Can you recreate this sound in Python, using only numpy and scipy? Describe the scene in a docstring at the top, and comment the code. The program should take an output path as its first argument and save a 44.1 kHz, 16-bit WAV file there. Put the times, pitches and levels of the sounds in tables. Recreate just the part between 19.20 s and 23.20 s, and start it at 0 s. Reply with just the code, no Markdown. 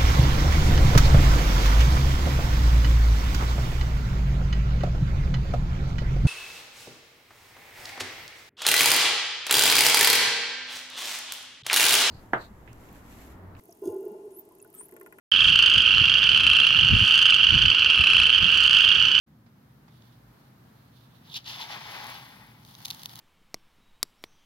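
"""Dry rice in a bowl: a hand plunges in, closes on a fistful, lifts it and lets grains trickle back.
Countless tiny contacts crackle at the surface and, deeper down, ring the bowl; falling grains tick
on the heap. Before the plunge, fingers scuff the bowl, the heap creeps and the bowl settles.
A phone close above hears most of it left port first, in a quiet room with rumble, hiss and faint hum."""
import sys
import numpy as np
from scipy import signal
from scipy.fft import rfft, irfft, next_fast_len
from scipy.io import wavfile

SR = 44100
rng = np.random.default_rng(int(sys.argv[2]) if len(sys.argv) > 2 else 0)


def generate_wav(sig):
    """Save sig (samples, or channels by samples) to the path in sys.argv[1] as 16-bit PCM at SR."""
    pcm = np.round(np.clip(np.atleast_2d(sig).T, -1, 1) * 32767).astype(np.int16)
    wavfile.write(sys.argv[1], SR, pcm)


N = 176400

# fingers scuffing the bowl (time [s], level [dB])
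FINGER_SCUFFS = [(0.263, -60), (0.68, -57), (3.603, -54)]
# grains sliding with a faint whistle (start [s], length [s], level [dB], pitch [Hz])
HEAP_SLIDES = [(0.654, 0.34, -73, 3600), (.7, 0.33, -80.5, 4500), (1.148, 0.18, -77, 4200),
               (1.5, .4, -76, 4240), (1.68, 0.39, -70, 3640)]
# single grains landing or slipping (time [s], level [dB], brightness [dB], pitch [Hz])
GRAIN_TICKS = [(0.8224, -45, -15, 3580), (2.1411, -29, -19, 3640), (2.1439, -25, -19, 3600),
               (2.2438, -39, -14, 3700), (2.843, -38, 7, 4000), (2.868, -32.5, 5, 4000),
               (2.902, -36.5, 8.5, 4000), (3.4500, -39.5, 0, 3540), (3.4775, -46, -5.5, 4400),
               (3.5170, -54, -2, 4900), (3.5513, -32.5, -8, 3530), (3.6036, -42, 0, 3340),
               (3.6498, -27, -11, 3930), (3.6529, -21.5, 0.5, 3870), (3.6546, -25, -4, 3530),
               (3.6569, -21.5, 2, 3600), (3.666, -35, -2, 4200), (3.6815, -35, 5, 3640),
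               (3.6834, -32, 3, 3500), (3.6907, -39, 0, 4300), (3.7034, -24, 1, 4060),
               (3.7045, -21.5, 0.5, 3900), (3.7097, -20, 0, 4000), (3.7277, -35, -6, 3700),
               (3.7322, -36, -4, 3200), (3.7472, -35, 5, 4220), (3.7951, -35.5, -2, 3550),
               (3.8185, -34.5, -4, 3750), (3.8308, -40, 2, 3600), (3.8339, -30.5, 7, 3420),
               (3.8581, -20, 0, 3670), (3.8944, -35, -4, 3620), (3.9140, -43, 0, 3620),
               (3.9566, -33.5, 8, 3830), (3.9651, -36, 0, 3500), (3.9900, -34.5, -2, 3880),
               (3.9914, -33, 7, 4330)]
# hand digging (time [s], crisp rustle [dB], deep crunch [dB], top fizz [dB])
DIG_LEVELS = [(1.99, -84, -82, -84), (2.025, -76, -72, -88), (2.05, -63, -70, -75), (2.112, -60, -64, -67),
              (2.14, -50, -69, -61), (2.157, -38, -64, -57), (2.172, -35, -55.5, -48),
              (2.188, -49, -61, -67), (2.21, -61, -75, -80), (2.238, -64, -69, -80), (2.262, -45, -58, -65),
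              (2.29, -39.5, -50, -54), (2.33, -42.5, -50, -59), (2.376, -46.5, -53, -62),
              (2.416, -39, -45, -56.5), (2.474, -51, -52, -64), (2.524, -42, -43, -60.5),
              (2.555, -47, -44, -59), (2.59, -49, -49, -66), (2.72, -47.5, -46, -57.5),
              (2.81, -47, -46, -61.5), (2.85, -50, -45.5, -58), (2.955, -48, -48.5, -59),
              (3.02, -55.5, -54, -63), (3.27, -64.5, -59.5, -69), (3.37, -67.5, -65.5, -72.5),
              (3.44, -74, -68.5, -73)]
# grains leaving the lifted hand (time [s], level [dB])
TRICKLE_LEVELS = [(3.38, -73), (3.47, -59), (3.58, -58.5), (3.67, -53.5), (3.76, -54.5), (3.9, -56.5),
                  (4.0, -53.5)]
# room noise spectra (frequency [Hz], level [dB])
RUMBLE_SPECTRUM = [(20, -43), (28, -53), (40, -31), (55, -7), (68, -12.5), (95, -7), (130, 1.5), (170, -4),
                   (220, -4.5), (300, -12.5), (400, -21.5), (600, -27), (1200, -32), (4000, -74)]
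HISS_SPECTRUM = [(100, -11), (300, 1), (600, 0.5), (850, 2), (1200, 0), (1800, -3), (2500, -9.5),
                 (4200, -11), (6000, -16), (8000, -21), (10000, -17.5), (13000, -12.5), (16000, -16)]
# grain contact spectra (frequency [Hz], level [dB])
CRISP_SPECTRUM = [(300, -27), (1000, -27.5), (2000, -17.5), (2600, -6.5), (3000, -0.5), (3600, -3),
                  (4500, -3.5), (5600, -9.5), (6500, -14.5), (7800, -31.5), (10000, -27), (16000, -43)]
CRUNCH_SPECTRUM = [(150, -22), (350, -12.5), (520, -12.5), (680, -5.5), (850, 1), (1050, -1), (1400, -6),
                   (1650, -5), (2050, -1.5), (2500, -5), (3200, -25.5), (5000, -17.5), (8000, -36)]
FIZZ_SPECTRUM = [(2000, -56), (6000, -11.5), (8000, -11.5), (9500, 0.5), (12000, 1), (16000, 0)]
TICK_SPECTRUM = [(200, -25), (600, -23), (1000, -5.5), (1500, -20.5), (2400, -4.5), (3100, -2.5),
                 (4500, -1), (5400, -5.5), (6400, -0.5), (7900, -29.5), (10000, -35), (16000, -30)]
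# resonances of the filled bowl (frequency [Hz], width [Hz], level re direct sound [dB])
BOWL_MODES = [(823, 57, -8), (906, 27, -10), (1120, 13, -36), (1298, 19, -20), (1580, 51, -7),
              (1860, 15, -14), (1914, 20, -17), (3000, 24, -31), (3360, 18, -22), (3500, 100, -2)]


def undb(db):
    """Decibels to gain."""
    return 10 ** (np.asarray(db) / 20)


def times():
    """Sample times [s]."""
    return np.arange(N) / SR


def envelope(rows, column=1):
    """Gain along one dB column of a table; silent outside it."""
    rows = np.array(rows)
    return undb(np.interp(times(), rows[:, 0], rows[:, column], left=-140, right=-140))


def colour(x, spectrum, modes=()):
    """Causal unit-energy filter from a spectrum and optional resonances."""
    size = next_fast_len(x.shape[-1] + 8192)
    f = np.arange(2049) * SR / 4096 + 1e-3
    hz, db = np.array(spectrum).T
    cepstrum = irfft(np.log(undb(np.interp(np.log(f), np.log(hz), db))))
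    cepstrum[1:len(f) - 1] *= 2  # fold to minimum phase
    cepstrum[len(f):] = 0
    ring = 1 + sum(undb(mode_db) / (1 + 1j * (f * f - mode_hz ** 2) / (f * width_hz))
                   for mode_hz, width_hz, mode_db in modes)
    response = irfft(np.exp(rfft(cepstrum)) * ring)
    response /= np.linalg.norm(response)
    return irfft(rfft(x, size) * rfft(response, size), size)[..., :x.shape[-1]]


def drift(rate_hz):
    """Smooth random drift, spread near 1."""
    steps = np.random.default_rng(rng.integers(1 << 30)).standard_normal(4096)
    return 1.2 * np.interp(times() * rate_hz, np.arange(len(steps)), steps)


def contacts(per_s, spread_db, surge_db, surge_hz):
    """Random grain contacts of uneven size, bunched into slips; rms 1."""
    hits = (rng.random(N) < per_s / SR) * rng.choice([-1, 1], N)
    hits = hits * undb(spread_db * np.minimum(rng.exponential(size=N), 5))
    hits *= undb(surge_db * drift(surge_hz))
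    return hits / np.std(hits)


def pan(left_db):
    """Stereo gains, left over right by left_db."""
    return undb(np.array([[left_db], [-left_db]]) / 2)


def ports(x, left_db, tail_db, t60_s, lag_s=0.00025):
    """Each impulse reaches the left port, then the right; the bowl wall adds a short tail."""
    n = len(x)
    lags_s = np.abs(lag_s + 0.000025 * rng.standard_normal(n))
    arrival = np.arange(n) + np.rint(lags_s * SR).astype(int)
    direct = np.array([x, np.bincount(arrival, x, n)[:n]])
    pole = np.exp(-2 * np.log(1000) / (t60_s * SR))
    tail_power = signal.lfilter([0, 1 - pole], [1, -pole], direct ** 2 + 1e-24)
    tail = np.sqrt(tail_power) * rng.standard_normal((2, n))
    return (direct + undb(tail_db) * tail) * pan(left_db) / np.hypot(1, undb(tail_db))


def room(hum_hz=117.9, swell_s=0.75):
    """Near-mono rumble; hiss and a wavering hum swell in at the start."""
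    rumble = colour(rng.standard_normal(N), RUMBLE_SPECTRUM)
    rumble = rumble + undb(-15.5) * colour(rng.standard_normal((2, N)), RUMBLE_SPECTRUM)
    hiss = colour(rng.standard_normal((2, N)), HISS_SPECTRUM) * undb(0.6 * drift(6.77))
    hum = np.sqrt(2) * np.sin(2 * np.pi * hum_hz * times() + 0.54 * drift(5)) * undb(0.82 * drift(4))
    swell = undb(-6 * np.maximum(0, 1 - times() / swell_s))
    return undb(-56.5) * rumble + swell * (undb(-62.5) * hiss + undb(-65) * hum)


def scuffs(decay_s=0.014):
    """Short, dull rubs of skin on the bowl."""
    t = times()
    push = sum(undb(db) * (t > at_s) * np.exp(-np.abs(t - at_s) / decay_s) for at_s, db in FINGER_SCUFFS)
    rub = ports(rng.standard_normal(N) * push, left_db=-4, tail_db=12, t60_s=0.011)
    return colour(rub, CRUNCH_SPECTRUM, BOWL_MODES) + undb(-9) * colour(rub, CRISP_SPECTRUM)


def slides(width_hz=350, ring_db=7):
    """The heap creeps as the bowl tips; each slide has its own pitch."""
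    out = np.zeros((2, N))
    creep = contacts(per_s=3300, spread_db=2, surge_db=2, surge_hz=44)
    creep = ports(creep, left_db=-7.5, tail_db=6, t60_s=0.014)
    for start_s, length_s, db, hz in HEAP_SLIDES:
        span = slice(int(start_s * SR), int((start_s + length_s) * SR))
        slide = creep[:, span] * undb(db) * signal.windows.tukey(span.stop - span.start)
        whistle = colour(slide, CRISP_SPECTRUM, [(hz, width_hz, ring_db)])
        out[:, span] += whistle + undb(-5.5) * colour(slide, FIZZ_SPECTRUM)
    return out


def ticks(gain_db=10, width_hz=900, ring_db=3):
    """One impulse per grain, ringing about 1 ms at its own pitch; its fizz leans left."""
    size = 2048
    out = np.zeros((2, N + size))
    for at_s, db, bright_db, hz in GRAIN_TICKS:
        impulse = signal.unit_impulse(size) * undb(db + gain_db)
        hit = ports(impulse, left_db=-0.7, tail_db=-5.5, t60_s=0.011)
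        ring = colour(hit, TICK_SPECTRUM, [(hz, width_hz, ring_db)])
        fizz = pan(1.5) * undb(bright_db - 4.5) * colour(hit, FIZZ_SPECTRUM)
        start = int(at_s * SR)
        out[:, start:start + size] += ring + fizz
    return out[:, :N]


def thud(at_s=1.095, hz=50.3, half_width_s=0.039):
    """A few low cycles: the bowl settles as the supporting hand lets go."""
    t = times() - at_s
    return undb(-58) * np.sin(2 * np.pi * hz * t) * np.exp(-(t / half_width_s) ** 2)


def digging():
    """Surface grains rustle and fizz; squeezed grains below crunch against the bowl."""
    crisp = contacts(per_s=13000, spread_db=2, surge_db=0.8, surge_hz=220) * envelope(DIG_LEVELS, 1)
    crunch = contacts(per_s=9000, spread_db=2, surge_db=1.5, surge_hz=150) * envelope(DIG_LEVELS, 2)
    fizz = contacts(per_s=13000, spread_db=3.5, surge_db=1, surge_hz=110) * envelope(DIG_LEVELS, 3)
    crisp = ports(crisp, left_db=1, tail_db=-2.5, t60_s=0.012)
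    crunch = ports(crunch, left_db=4, tail_db=-9, t60_s=0.019, lag_s=0.00015)
    fizz = ports(fizz, left_db=2.5, tail_db=0, t60_s=0.007)
    return (undb(2) * colour(crisp, CRISP_SPECTRUM, BOWL_MODES)
            + undb(3.5) * colour(crunch, CRUNCH_SPECTRUM, BOWL_MODES)
            + undb(5.5) * colour(fizz, FIZZ_SPECTRUM))


def brush(peak_s=2.158, rise_s=0.029, fall_s=0.012, ring_hz=3670, width_hz=290, ring_db=19):
    """Fingertips skim the surface before plunging: a quick swish at the grains' ring."""
    t = times() - peak_s
    speed = np.exp(np.minimum(t / rise_s, -t / fall_s))
    grains = contacts(per_s=11000, spread_db=2.5, surge_db=4, surge_hz=150) * speed
    swish = ports(grains, left_db=-6, tail_db=-8.5, t60_s=0.011)
    return undb(-37) * colour(swish, CRISP_SPECTRUM, [(ring_hz, width_hz, ring_db)])


def trickle():
    """A thin stream slides off the hand and patters on the heap."""
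    grains = contacts(per_s=2400, spread_db=2.5, surge_db=1.56, surge_hz=90) * envelope(TRICKLE_LEVELS)
    patter = ports(grains, left_db=1.5, tail_db=3.5, t60_s=0.018)
    body = colour(patter, CRISP_SPECTRUM, BOWL_MODES) + colour(patter, CRUNCH_SPECTRUM, BOWL_MODES)
    return undb(-1) * body + colour(patter, FIZZ_SPECTRUM)


def scene():
    """Rice, bowl and room."""
    return brush() + digging() + trickle() + slides() + scuffs() + ticks() + thud() + room()


def record(dry, start_s=0.062, fade_s=0.016, cutoff_hz=15900):
    """Brief silence, fast fade-in, steep low-pass."""
    fade_in = np.clip((times() - start_s) / fade_s, 0, 1)
    lowpass = signal.ellip(12, 0.2, 70, cutoff_hz, fs=SR, output="sos")
    return signal.sosfilt(lowpass, dry * fade_in)


dry = scene()
out = record(dry)
generate_wav(out)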